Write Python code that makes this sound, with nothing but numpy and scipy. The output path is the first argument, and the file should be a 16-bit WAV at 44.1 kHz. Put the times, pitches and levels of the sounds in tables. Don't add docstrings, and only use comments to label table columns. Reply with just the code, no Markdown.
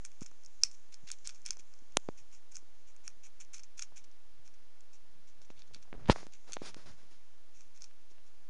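import sys
import numpy as np
from scipy import signal
from scipy.fft import rfft, irfft, next_fast_len
from scipy.io import wavfile
from scipy.ndimage import uniform_filter1d

SR = 44100
rng = np.random.default_rng(int(sys.argv[2]) if len(sys.argv) > 2 else 0)


def int16_out(signal):
    q = np.round(np.clip(np.atleast_2d(signal).T, -1, 1) * 32767)
    wavfile.write(sys.argv[1], SR, q.astype(np.int16))


def makeup_ratio(level_db):
    decades = np.asarray(level_db, float) / 20
    return 10 ** decades


N = 374409


def colour(x, points):
    hz, db = np.transpose(points)
    size = next_fast_len(len(x))
    f_hz = np.maximum(np.arange(size // 2 + 1) * SR / size, 1)
    gain = makeup_ratio(np.interp(np.log(f_hz), np.log(hz), db))
    return irfft(rfft(x, size) * gain, size)[:len(x)]


def unit(x):
    return x / np.sqrt(np.mean(x ** 2))


def band(x, lo_hz, hi_hz):
    return signal.sosfilt(signal.butter(2, [lo_hz, hi_hz], "band", fs=SR, output="sos"), x)


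def walk(rate_hz):
    hold = int(SR / rate_hz)
    steps = np.repeat(rng.standard_normal(N // hold + 1), hold)
    return unit(uniform_filter1d(uniform_filter1d(steps, hold), hold)[:N])


def add(out, start_s, x):
    i = max(int(round(start_s * SR)), 0)
    out[i:i + len(x)] += x[:N - i]


def friction(rows, spectrum, split_hz, slips_per_s, scatter_db):
    grains = (rng.random(N) < slips_per_s / SR) * rng.standard_normal(N)
    grains = grains * makeup_ratio(scatter_db * rng.exponential(size=N))
    sound = colour(grains, spectrum)
    low = signal.sosfiltfilt(signal.butter(2, split_hz, fs=SR, output="sos"), sound)
    t = np.arange(N) / SR
    low_gain, high_gain = np.zeros(N), np.zeros(N)
    for s, rise_ms, fall_ms, db, low_db in rows:
        near = slice(int(s * SR), int((s + (rise_ms + 4 * fall_ms) / 1000) * SR))
        ms = (t[near] - s) * 1000
        rise = np.minimum(ms / (.5 * rise_ms), 1)
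        fall = np.exp(-(np.maximum(ms - rise_ms, 0) / (1.06 * fall_ms)) ** 2)
        high_gain[near] += makeup_ratio(db) * rise * fall
        low_gain[near] += makeup_ratio(db + low_db) * rise * fall
    return unit(low) * low_gain + unit(sound - low) * high_gain


def breaks():
    # (time [s], peak [dB], brightest [Hz], body re main [dB], thin edge re main [dB])
    snap_rows = [(0.0504, -32.5, 6560, -8.5, -8), (0.0595, -42, 6710, -19, -6),
                 (0.2089, -43, 7140, -21, -12), (0.2634, -38, 6950, -12.5, -20),
                 (0.4488, -47, 5530, -18, -11), (0.4616, -40, 6560, -25, -21),
                 (0.6353, -8, 5400, -19.5, -17.5), (0.6377, -34, 6300, -8, -8),
                 (0.6449, -37, 6150, -19, -16), (0.6501, -39, 5720, -20, -8.5),
                 (0.9425, -40, 5180, -13, -11), (1.1024, -39, 6930, 1.5, -15),
                 (1.1161, -27, 7120, -21, -5.5), (1.2652, -43, 5310, -8, -15),
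                 (1.2737, -26.5, 6560, -16, -5), (1.2926, -36, 5940, -3.5, -14),
                 (1.2973, -40, 4240, -3, -15), (1.4533, -42.5, 5120, -13, -17),
                 (1.4622, -27, 5490, -17, -8), (1.4881, -39, 6150, -5, -20),
                 (1.5069, -19, 6300, -17.5, -18), (1.5699, -42.5, 6350, -17, -19),
                 (2.556, -32, 6330, -23, -19), (2.568, -32.5, 7080, -13.5, -17),
                 (3.0783, -29, 5770, -11, -15), (3.2668, -46, 6630, -8, -16.5),
                 (3.5435, -36.5, 5870, -9.5, -24), (3.6344, -40, 5720, -18.5, -19),
                 (3.7938, -30, 6480, -6.5, -21), (3.7967, -37, 6410, -8, -12),
                 (3.8217, -31, 6220, -10.5, -16), (3.8239, -26, 5870, -14, -23),
                 (5.6199, -49.5, 4300, -2.5, -28), (5.7461, -39, 4280, -5.5, -13),
                 (6.3361, -45, 7010, -7, -15), (6.5218, -33, 6180, -10.5, -14),
                 (6.5328, -28, 6150, -10, -15), (6.5389, -35, 6220, -9, -5),
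                 (7.8207, -37.5, 6450, -17, -22), (7.8419, -42, 5030, -11, -12)]
    # (time [s], peak [dB], brightest [Hz])
    chip_rows = [(0.2256, -41, 7100), (0.231, -43, 6930), (0.2612, -42, 7080), (0.4356, -52, 6350),
                 (0.6155, -51, 6130), (0.7139, -46, 7270), (1.0754, -54, 5420), (1.0772, -49, 4220),
                 (1.089, -53, 4220), (1.2537, -47, 5140), (1.2578, -44, 5140), (1.3065, -46, 4320),
                 (1.3472, -48, 6350), (1.3585, -50, 6930), (1.4181, -52, 6710), (1.4683, -41.5, 5980),
                 (1.4781, -40, 5980), (1.4899, -54, 5980), (1.5168, -46, 6350), (1.5201, -49, 6390),
                 (1.594, -53, 6240), (1.5955, -46.5, 6820), (1.5973, -49, 6200), (1.6062, -50, 6000),
                 (1.7385, -47.5, 5230), (2.5212, -48, 6540), (2.5453, -49.5, 5530), (2.5505, -44, 6350),
                 (2.9643, -49.5, 6580), (3.4018, -46, 7060), (3.4044, -51.5, 5790), (3.406, -45, 6610),
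                 (3.4179, -49, 6990), (3.5353, -43.5, 7100), (3.5458, -39, 6050), (3.5498, -44, 6480),
                 (3.557, -47, 6430), (3.5641, -46, 5850), (3.5712, -50, 5920), (3.5819, -43, 5850),
                 (3.5948, -43, 5570), (3.5986, -46, 5740), (3.7804, -43, 5660), (3.8085, -46.5, 6580),
                 (3.9692, -53, 6730), (3.9715, -45, 6520), (3.9782, -45, 6430), (4.1148, -56, 6240),
                 (4.4772, -48.5, 5870), (4.8073, -49.5, 6840), (5.7382, -51.5, 4240), (5.7487, -49.5, 4320),
                 (5.8274, -49.5, 5770), (6.4982, -51, 6610), (6.5403, -37, 6240), (6.5473, -44, 6430),
                 (6.5566, -50, 5850), (7.608, -47, 6330), (7.7758, -50, 6710), (7.8221, -48, 6820)]
    # (time [s], peak [dB])
    crumb_rows = [(0.046, -53), (0.1173, -50), (0.2373, -58), (0.2462, -51), (0.2666, -55), (0.6212, -49),
                  (0.7173, -54), (0.7504, -55), (1.0729, -53), (1.128, -52), (1.186, -56), (1.187, -55),
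                  (1.2466, -48), (1.5311, -43), (1.7899, -54), (1.922, -53), (1.9986, -55.5), (2.182, -52),
                  (2.1897, -51), (2.3155, -56.5), (2.3496, -52), (2.5232, -49), (2.538, -55.5),
                  (2.5773, -52.5), (3.0664, -63), (3.0929, -52), (3.1022, -53), (3.2347, -51),
                  (3.4485, -50), (3.6378, -51), (3.643, -50), (3.7752, -53), (3.7782, -50), (3.96, -53),
                  (4.0439, -52.5), (4.9323, -53), (4.9347, -61), (5.417, -53.5), (5.593, -54),
                  (6.3238, -54.5), (6.351, -58), (6.4444, -58), (6.5534, -52), (7.5723, -54),
                  (7.6184, -53.5), (7.761, -54.5), (7.808, -53), (7.8126, -55), (7.8435, -49),
                  (7.8451, -51)]
    chip_hz, chip_spread_hz = 6100, 300
    body_mean_db, body_spread_db = -10, 2
    edge_mean_db, edge_spread_db = -16, 3
    chance = rng.standard_normal((200, 3))
    small = list(chip_rows)
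    for (s, db), c in zip(crumb_rows, chance[:, 2]):
        small.append((s, db, chip_hz + chip_spread_hz * c))
    rows = list(snap_rows)
    for (s, db, hz), (a, b, _) in zip(small, chance):
        rows.append((s, db, hz, body_mean_db + body_spread_db * a, edge_mean_db + edge_spread_db * b))
    return rows


def cracks():
    # (frequency [Hz], width [Hz], level [dB])
    shell_modes = [(1430, 300, -18), (2440, 330, -14), (3450, 330, -18), (4350, 700, -10), (5400, 650, 0),
                   (6300, 600, -2), (7000, 500, -5), (8300, 500, -14), (9300, 900, -13), (10100, 700, -15)]
    ring_damping, ring_attack_s = 1.35, .0002
    crumble_db, crumble_s = -26, .0015
    echo_s, echo_db = .00103, -8
    out, t = np.zeros(N), np.arange(300) / SR
    hz, width_hz, mode_db = np.transpose(shell_modes)[:, :, None]
    modes = len(hz)
    body, edge = hz[:, 0] < 3800, hz[:, 0] > 7600
    since = t[:130]
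    crumble = makeup_ratio(crumble_db) * np.exp(-since / crumble_s)
    decay = np.exp(-np.pi * ring_damping * width_hz * t)
    attack = 1 - np.exp(-t / ring_attack_s)
    alternate = (-1) ** np.arange(modes)[:, None]
    chance = rng.standard_normal((200, 2 * modes + 131))
    for (s, peak_db, bright_hz, body_db, edge_db), row in zip(breaks(), chance):
        detune, scatter = row[:2 * modes].reshape(2, -1, 1)
        off_hz = hz - bright_hz
        favour_db = -6 * (off_hz / 900) ** 2 / (1 + (off_hz / 1200) ** 2) * ~body[:, None]
        level = alternate * makeup_ratio(mode_db + favour_db + 1.4 * scatter)
        rings = level * np.sin(2 * np.pi * hz * (1 + 0.01505 * detune) * t) * decay * attack
        force = row[-len(since):] * crumble + (since == 0)
        echo_at = echo_s * (1 + .02 * row[-len(since) - 1]) * SR
        force[int(np.clip(echo_at, 20, 100))] -= makeup_ratio(echo_db)
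        parts = (~body & ~edge, body, edge)
        main, low, top = (unit(np.convolve(rings[part].sum(axis=0), force)) for part in parts)
        piece = main + makeup_ratio(body_db) * low + makeup_ratio(edge_db) * top
        add(out, s - .0001, makeup_ratio(peak_db) * piece / np.abs(main).max())
    return out


def scraping():
    # (start [s], length [ms], level [dB], hollow body re level [dB])
    stroke_rows = [(.044, 27, -56.5, -12), (.207, 32, -59, -8), (0.257, 28, -64.5, -9),
                   (0.633, 39, -55.5, -4), (.705, 56, -68, -23), (.918, 39, -63.5, -6),
                   (1.068, 33, -62, -1), (1.11, 29, -56, -5.5), (1.243, 70, -58.5, -3),
                   (1.455, 28, -55, -2.5), (1.48, 59, -73, 9), (2.171, 41, -63, -7), (2.32, 52, -63, -6.5),
                   (2.513, 20, -61, -14), (2.541, 46, -58, -10), (2.865, 50, -68.5, -5),
                   (3.037, 57, -63.5, -5.5), (3.233, 42, -60, -6.5), (3.398, 32, -56, -6.5),
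                   (3.529, 46, -53.5, -7.5), (3.77, 48, -57, -9), (3.815, 25, -49.5, -7),
                   (3.958, 39, -58.5, -6), (5.559, 70, -77, 4), (5.731, 41, -68.5, 4), (6.319, 51, -68, -1),
                   (6.524, 40, -61, 0), (6.573, 150, -74.5, 7), (7.535, 115, -69.5, -6),
                   (7.804, 63, -65, -12)]
    # (start [s], length [ms], level [dB])
    nibble_rows = [(0.311, 6.3, -66), (.741, 12, -67), (1.085, 10, -65), (5.445, 12, -68), (5.587, 16, -73),
                   (5.67, 15, -72), (1.343, 42, -69), (1.588, 18, -61.5), (3.59, 18, -67.5),
                   (3.631, 20, -65), (4.04, 9.3, -61), (4.448, 40, -67.5), (4.538, 12, -70),
                   (4.927, 39, -65.5), (5.267, 39, -69), (5.415, 23, -68.5), (5.499, 20, -69),
                   (5.821, 17, -65.5), (7.744, 44, -68.5), (8.1, 26, -71), (8.26, 30, -73)]
    # (frequency [Hz], density [dB per Hz])
    scrape_spectrum = [(500, -35), (900, -17), (1900, -13), (2350, -3), (3000, -11), (4900, -13), (5600, 0),
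                       (6600, -1), (7300, -5), (8000, -17), (10300, -18)]
    nibble_body_db, bite_in_share = -6.5, .33
    strokes = list(stroke_rows) + [(s, ms, db, nibble_body_db) for s, ms, db in nibble_rows]
    rows = [(s, bite_in_share * ms, (1 - bite_in_share) * ms, db, body_db)
            for s, ms, db, body_db in strokes]
    return friction(rows, scrape_spectrum, split_hz=4200, slips_per_s=6000, scatter_db=1.6)


def turned(nut):
    # (time [s], opening gain [dB], rim gain [dB])
    facing_rows = [(0, -1, -2), (.5, -1, 3), (1.1, 8, 0), (1.35, 2, 0), (1.6, 2, -2), (2.1, -2, -0.5),
                   (2.6, -4, -2), (3.1, -5, -5), (3.5, -1, -3), (3.85, 1, -2), (5.2, 0, 0), (5.55, 11, -3),
                   (5.79, 7, -3), (5.82, 5, 0), (6.45, 3, -8), (6.56, 7, -12), (7.7, -2, -3), (7.84, 5, 2)]
    opening_hz, rim_hz = (3300, 4700), (4700, 5600)
    s, *gains_db = np.transpose(facing_rows)
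    t = np.arange(N) / SR
    out = nut
    for db, hz in zip(gains_db, (opening_hz, rim_hz)):
        part = signal.sosfiltfilt(signal.butter(2, hz, "band", fs=SR, output="sos"), nut)
        out = out + (makeup_ratio(np.interp(t, s, db)) - 1) * part
    return out


def thuds(rows, ring_cycles):
    out = np.zeros(N)
    for s, db, hz, direction, load_cycles in rows:
        cycles = np.arange(-int(3 * SR / hz), int(4 * SR / hz)) * hz / SR
        envelope = np.exp(np.where(cycles < 0, cycles / max(load_cycles, .02), -cycles / ring_cycles))
        swing = envelope * np.cos(2 * np.pi * cycles)
        leak = np.exp(-((cycles - .3) / 0.66) ** 2)
        balanced = swing - leak * swing.sum() / leak.sum()
        add(out, s + cycles[0] / hz, direction * makeup_ratio(db) * balanced)
    return out


def knocks():
    # (peak time [s], peak [dB], frequency [Hz], direction [signed gain], load-up [cycles])
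    knock_rows = [(0.2198, -25.5, 197, 0.51, 0.23), (1.0296, -59, 200, -0.91, 0.49),
                  (1.5702, -46.5, 750, -0.82, 0.2), (1.5959, -48.5, 279, 0.57, 0.24),
                  (1.8234, -53.5, 267, 0.94, 0.53), (2.0885, -19, 342, 0.83, 0.1),
                  (2.628, -55.5, 352.6, 1, 0.3), (3.9225, -44, 742, -0.61, 0.28),
                  (5.5036, -38.5, 249.1, 0.84, 0.086), (5.7119, -48, 423, 0.92, 0.15),
                  (5.7637, -36, 184.4, 0.21, 0.12), (5.8544, -48, 818, 0.64, 0.24),
                  (5.929, -33.5, 227, -0.62, 0.096), (5.9414, -38.5, 343, -0.99, 0.11),
                  (5.9529, -41, 397, -0.84, .15), (5.9806, -45, 300, -1, .2), (5.9952, -48, 353, -1, .15),
                  (6.0031, -47, 300, -0.69, .15), (6.0234, -48, 495, 0.58, .15),
                  (6.052, -48.5, 400, 1, .15), (5.417, -54, 700, 1, .2), (5.6028, -56, 796, 0.88, .2),
                  (5.8778, -52, 800, 1, .1), (5.8881, -52, 800, 0.9, .15), (6.1851, -37, 690, 0.83, .15),
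                  (6.2228, -49, 600, 1, .15), (6.4458, -55, 596, 0.85, .2), (7.0331, -54, 332, 1, .25),
                  (5.9495, -22, 247, 0.14, 0.055), (6.1607, -25.5, 650, -0.86, 0.22),
                  (6.2305, -31.5, 376, -0.61, 0.063), (6.268, -38, 228, 0.86, 0.04),
                  (6.4944, -43, 620, 1, 0.33), (6.5686, -23, 620, 0.82, 0.094),
                  (6.6189, -29.5, 326, -1.2, 0.2), (6.7671, -40.5, 277, -1.3, 0.27),
                  (6.8755, -47.5, 367, 0.8, 0.3), (8.1156, -52.5, 376, -0.96, 0.27)]
    return band(thuds(knock_rows, ring_cycles=0.28), 66, 5300)


def pushes():
    # (peak time [s], peak [dB], frequency [Hz], direction [signed gain], load-up [cycles])
    push_rows = [(.65, -55, 91, 0.83, 0.37), (1.04, -46.5, 130, 0.73, 0.38), (1.5, -43.5, 180, 0.67, 0.14),
                 (1.97074, -14, 680, 1, .12), (6.1045, -21, 32, 1, .12), (6.116, -29, 22, -1, .2),
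                 (2.22, -58, 74, 1, 0.62), (3.93, -65, 120, 1, 0.89), (4.4, -59, 100, 1, 0.66),
                 (5.972, -35.5, 16.3, 0.84, 0.53), (6.0655, -43, 5, 1, 0.33), (6.0886, -24, 380, 1, 0.23),
                 (6.0897, -15.5, 440, 0.44, 0.055), (6.0938, -15, 120, 0.85, 0.25),
                 (6.098, 1.5, 410, 0.66, .15), (6.0995, -17.5, 340, -1.8, 0.099),
                 (6.1006, -12, 340, -0.94, 0.13), (6.1035, -15, 120, 0.85, .4)]
    return thuds(push_rows, ring_cycles=0.14)


def skid(curve, gap_ms, direction):
    spread_db = 2
    s, db, hz = np.transpose(curve)
    chance = rng.random((30, 2))
    at_s = s[0] + np.cumsum(gap_ms / 1000 * (.3 + 1.4 * chance[:, 0]))
    size_db = np.interp(at_s, s, db) + spread_db * (2 * chance[:, 1] - 1)
    return [(a, d, direction, np.interp(a, s, hz)) for a, d in zip(at_s, size_db) if a < s[-1]]


def slips():
    # (time [s], peak [dB], direction [sign], port ring [Hz])
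    slip_rows = [(.219, -45, 1, 1300), (.3155, -49, 1, 1300), (1.97063, -2, 1, 6800),
                 (1.97096, -11, 1, 6400), (2.0877, -38, 1, 4800), (5.5031, -41, -1, 2500),
                 (5.7637, -46, 1, 4000), (5.929, -32, -1, 2200), (5.9405, -48, 1, 1500),
                 (5.955, -52, 1, 3000), (5.998, -49, -1, 1200), (6.058, -38, -1, 3500),
                 (6.0625, -42, -1, 3500), (6.0706, -46, 1, 3500), (6.0761, -37, -1, 3500),
                 (6.099, -17, 1, 2000), (6.1002, -10.5, 1, 3000), (6.105, -19, 1, 4000),
                 (6.1073, -16, 1, 4400), (6.1094, -18, 1, 4400), (6.1604, -33, 1, 2000),
                 (6.268, -37, 1, 6300), (6.4982, -48, 1, 2500), (6.5686, -31, 1, 3500),
                 (6.7449, -30, 1, 5500), (7.912, -50, 1, 2700), (8.183, -50, 1, 2700)]
    # (time [s], slip peak [dB], port ring [Hz])
    skid_on = [
        (6.081, -42.5, 3000),
        (6.088, -35, 3000),
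        (6.096, -38.5, 2500),
    ]
    # (time [s], slip peak [dB], port ring [Hz])
    skid_off = [
        (6.11, -25, 4600),
        (6.114, -20.5, 4790),
        (6.12, -26, 5400),
        (6.132, -37.5, 5600),
    ]
    rows = list(slip_rows) + skid(skid_on, gap_ms=2.2, direction=-1)
    rows = rows + skid(skid_off, gap_ms=1.7, direction=1)
    out, t = np.zeros(N), np.arange(-20, 200) / SR
    for s, db, direction, ring_hz in rows:
        spike = np.exp(-(t * ring_hz / .28) ** 2)
        ring_envelope = np.where(t > 0, np.exp(-t * ring_hz / 1.6), spike)
        ring = .4 * np.cos(2 * np.pi * ring_hz * t) * ring_envelope
        recoil = -.25 * np.exp(-t / .0005) * (1 - spike) * (t > 0)
        add(out, s + t[0], direction * makeup_ratio(db) * (spike + ring + recoil) / 1.4)
    return out


def rubbing():
    # (start [s], rise [ms], fall [ms], level [dB], low band re level [dB])
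    rub_rows = [(6.111, 5.4, 11, -43.5, 4), (6.132, 50, 63, -58.5, -0.5), (6.465, 40, 20, -62.5, 0.5),
                (6.612, 37, 36, -56.5, -0.5), (6.645, 39.5, 21, -53.5, -7), (6.08, 8, 8, -53.5, 5),
                (5.99, 15, 15, -80, 14), (6.02, 30, 20, -82, 15), (6.76, 18, 61, -64, 1),
                (6.855, 14, 60, -62, 1), (5.93, 8.7, 117, -84, 16.5), (6.97, 26, 78, -71.5, 1),
                (7.1, 26, 48, -69.5, -3)]
    # (frequency [Hz], density [dB per Hz])
    rub_spectrum = [(90, -20), (150, 0), (724, -4), (1400, -4), (3200, -8), (5200, -5), (7000, -10),
                    (7830, -21), (9500, -15), (10500, -22)]
    return friction(rub_rows, rub_spectrum, split_hz=2000, slips_per_s=16000, scatter_db=1.0)


def room(x):
    level_db, t60_s, gap_s = -20.5, .16, .003
    t = np.arange(int(.3 * SR)) / SR
    grains = rng.standard_normal(len(t)) * makeup_ratio(3.6 * rng.standard_normal(len(t)))
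    tail = grains * makeup_ratio(-60 * t / t60_s) * (t > gap_s)
    return makeup_ratio(level_db) * signal.fftconvolve(x, tail / np.sqrt(np.sum(tail ** 2)))[:N]


def quiet():
    # (frequency [Hz], density [dB per Hz])
    hiss_spectrum = [(25, -2.5), (60, -4), (100, -6), (160, -25.5), (210, -8.5), (700, -11.5),
                     (2500, -15.5), (6500, -18.5), (8000, -27.5), (10200, -21.5), (10900, -30.5)]
    # (time [s], port air level [dB], grip rumble level [dB])
    air_rows = [(0, -78, -90), (.8, -75, -88), (2, -77, -88), (2.6, -82, -94), (4.9, -92, -94),
                (5.1, -92, -78), (5.4, -92, -81), (5.9, -88, -74), (5.95, -86, -63), (6.08, -84, -59),
                (6.14, -68, -62), (6.24, -68, -70), (6.29, -82, -74), (6.45, -82, -90), (6.8, -82, -70),
                (7, -84, -76), (7.3, -86, -92), (8.49, -88, -92)]
    hiss_db, sway_db = -69.5, -72.5
    s, air_db, grip_db = np.transpose(air_rows)
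    t = np.arange(N) / SR
    hiss = makeup_ratio(hiss_db) * unit(colour(rng.standard_normal(N), hiss_spectrum))
    air_gain = makeup_ratio(np.interp(t, s, air_db) + 2.5 * walk(12))
    air = unit(band(rng.standard_normal(N), 5900, 7200)) * air_gain
    grip_gain = makeup_ratio(np.interp(t, s, grip_db) + 5.0 * walk(25))
    grip = unit(band(rng.standard_normal(N), 65, 180)) * grip_gain
    sway = makeup_ratio(sway_db) * unit(band(rng.standard_normal(N), 6.7, 29))
    return hiss + air + grip + sway


def scene():
    nut = turned(band(makeup_ratio(1.5) * cracks(), 1000, 15000) + scraping())
    hand = knocks() + pushes() + slips() + rubbing()
    return (nut + room(nut) + hand + quiet())[None]


def low_pass(x):
    return signal.sosfilt(signal.butter(12, 11470, fs=SR, output="sos"), x)


def record(dry):
    top_hz, offset = 10450, .0166
    cut = signal.sosfiltfilt(signal.ellip(8, .1, 24, top_hz, fs=SR, output="sos"), dry)
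    return low_pass(cut + offset)


dry = scene()
out = record(dry)
int16_out(out)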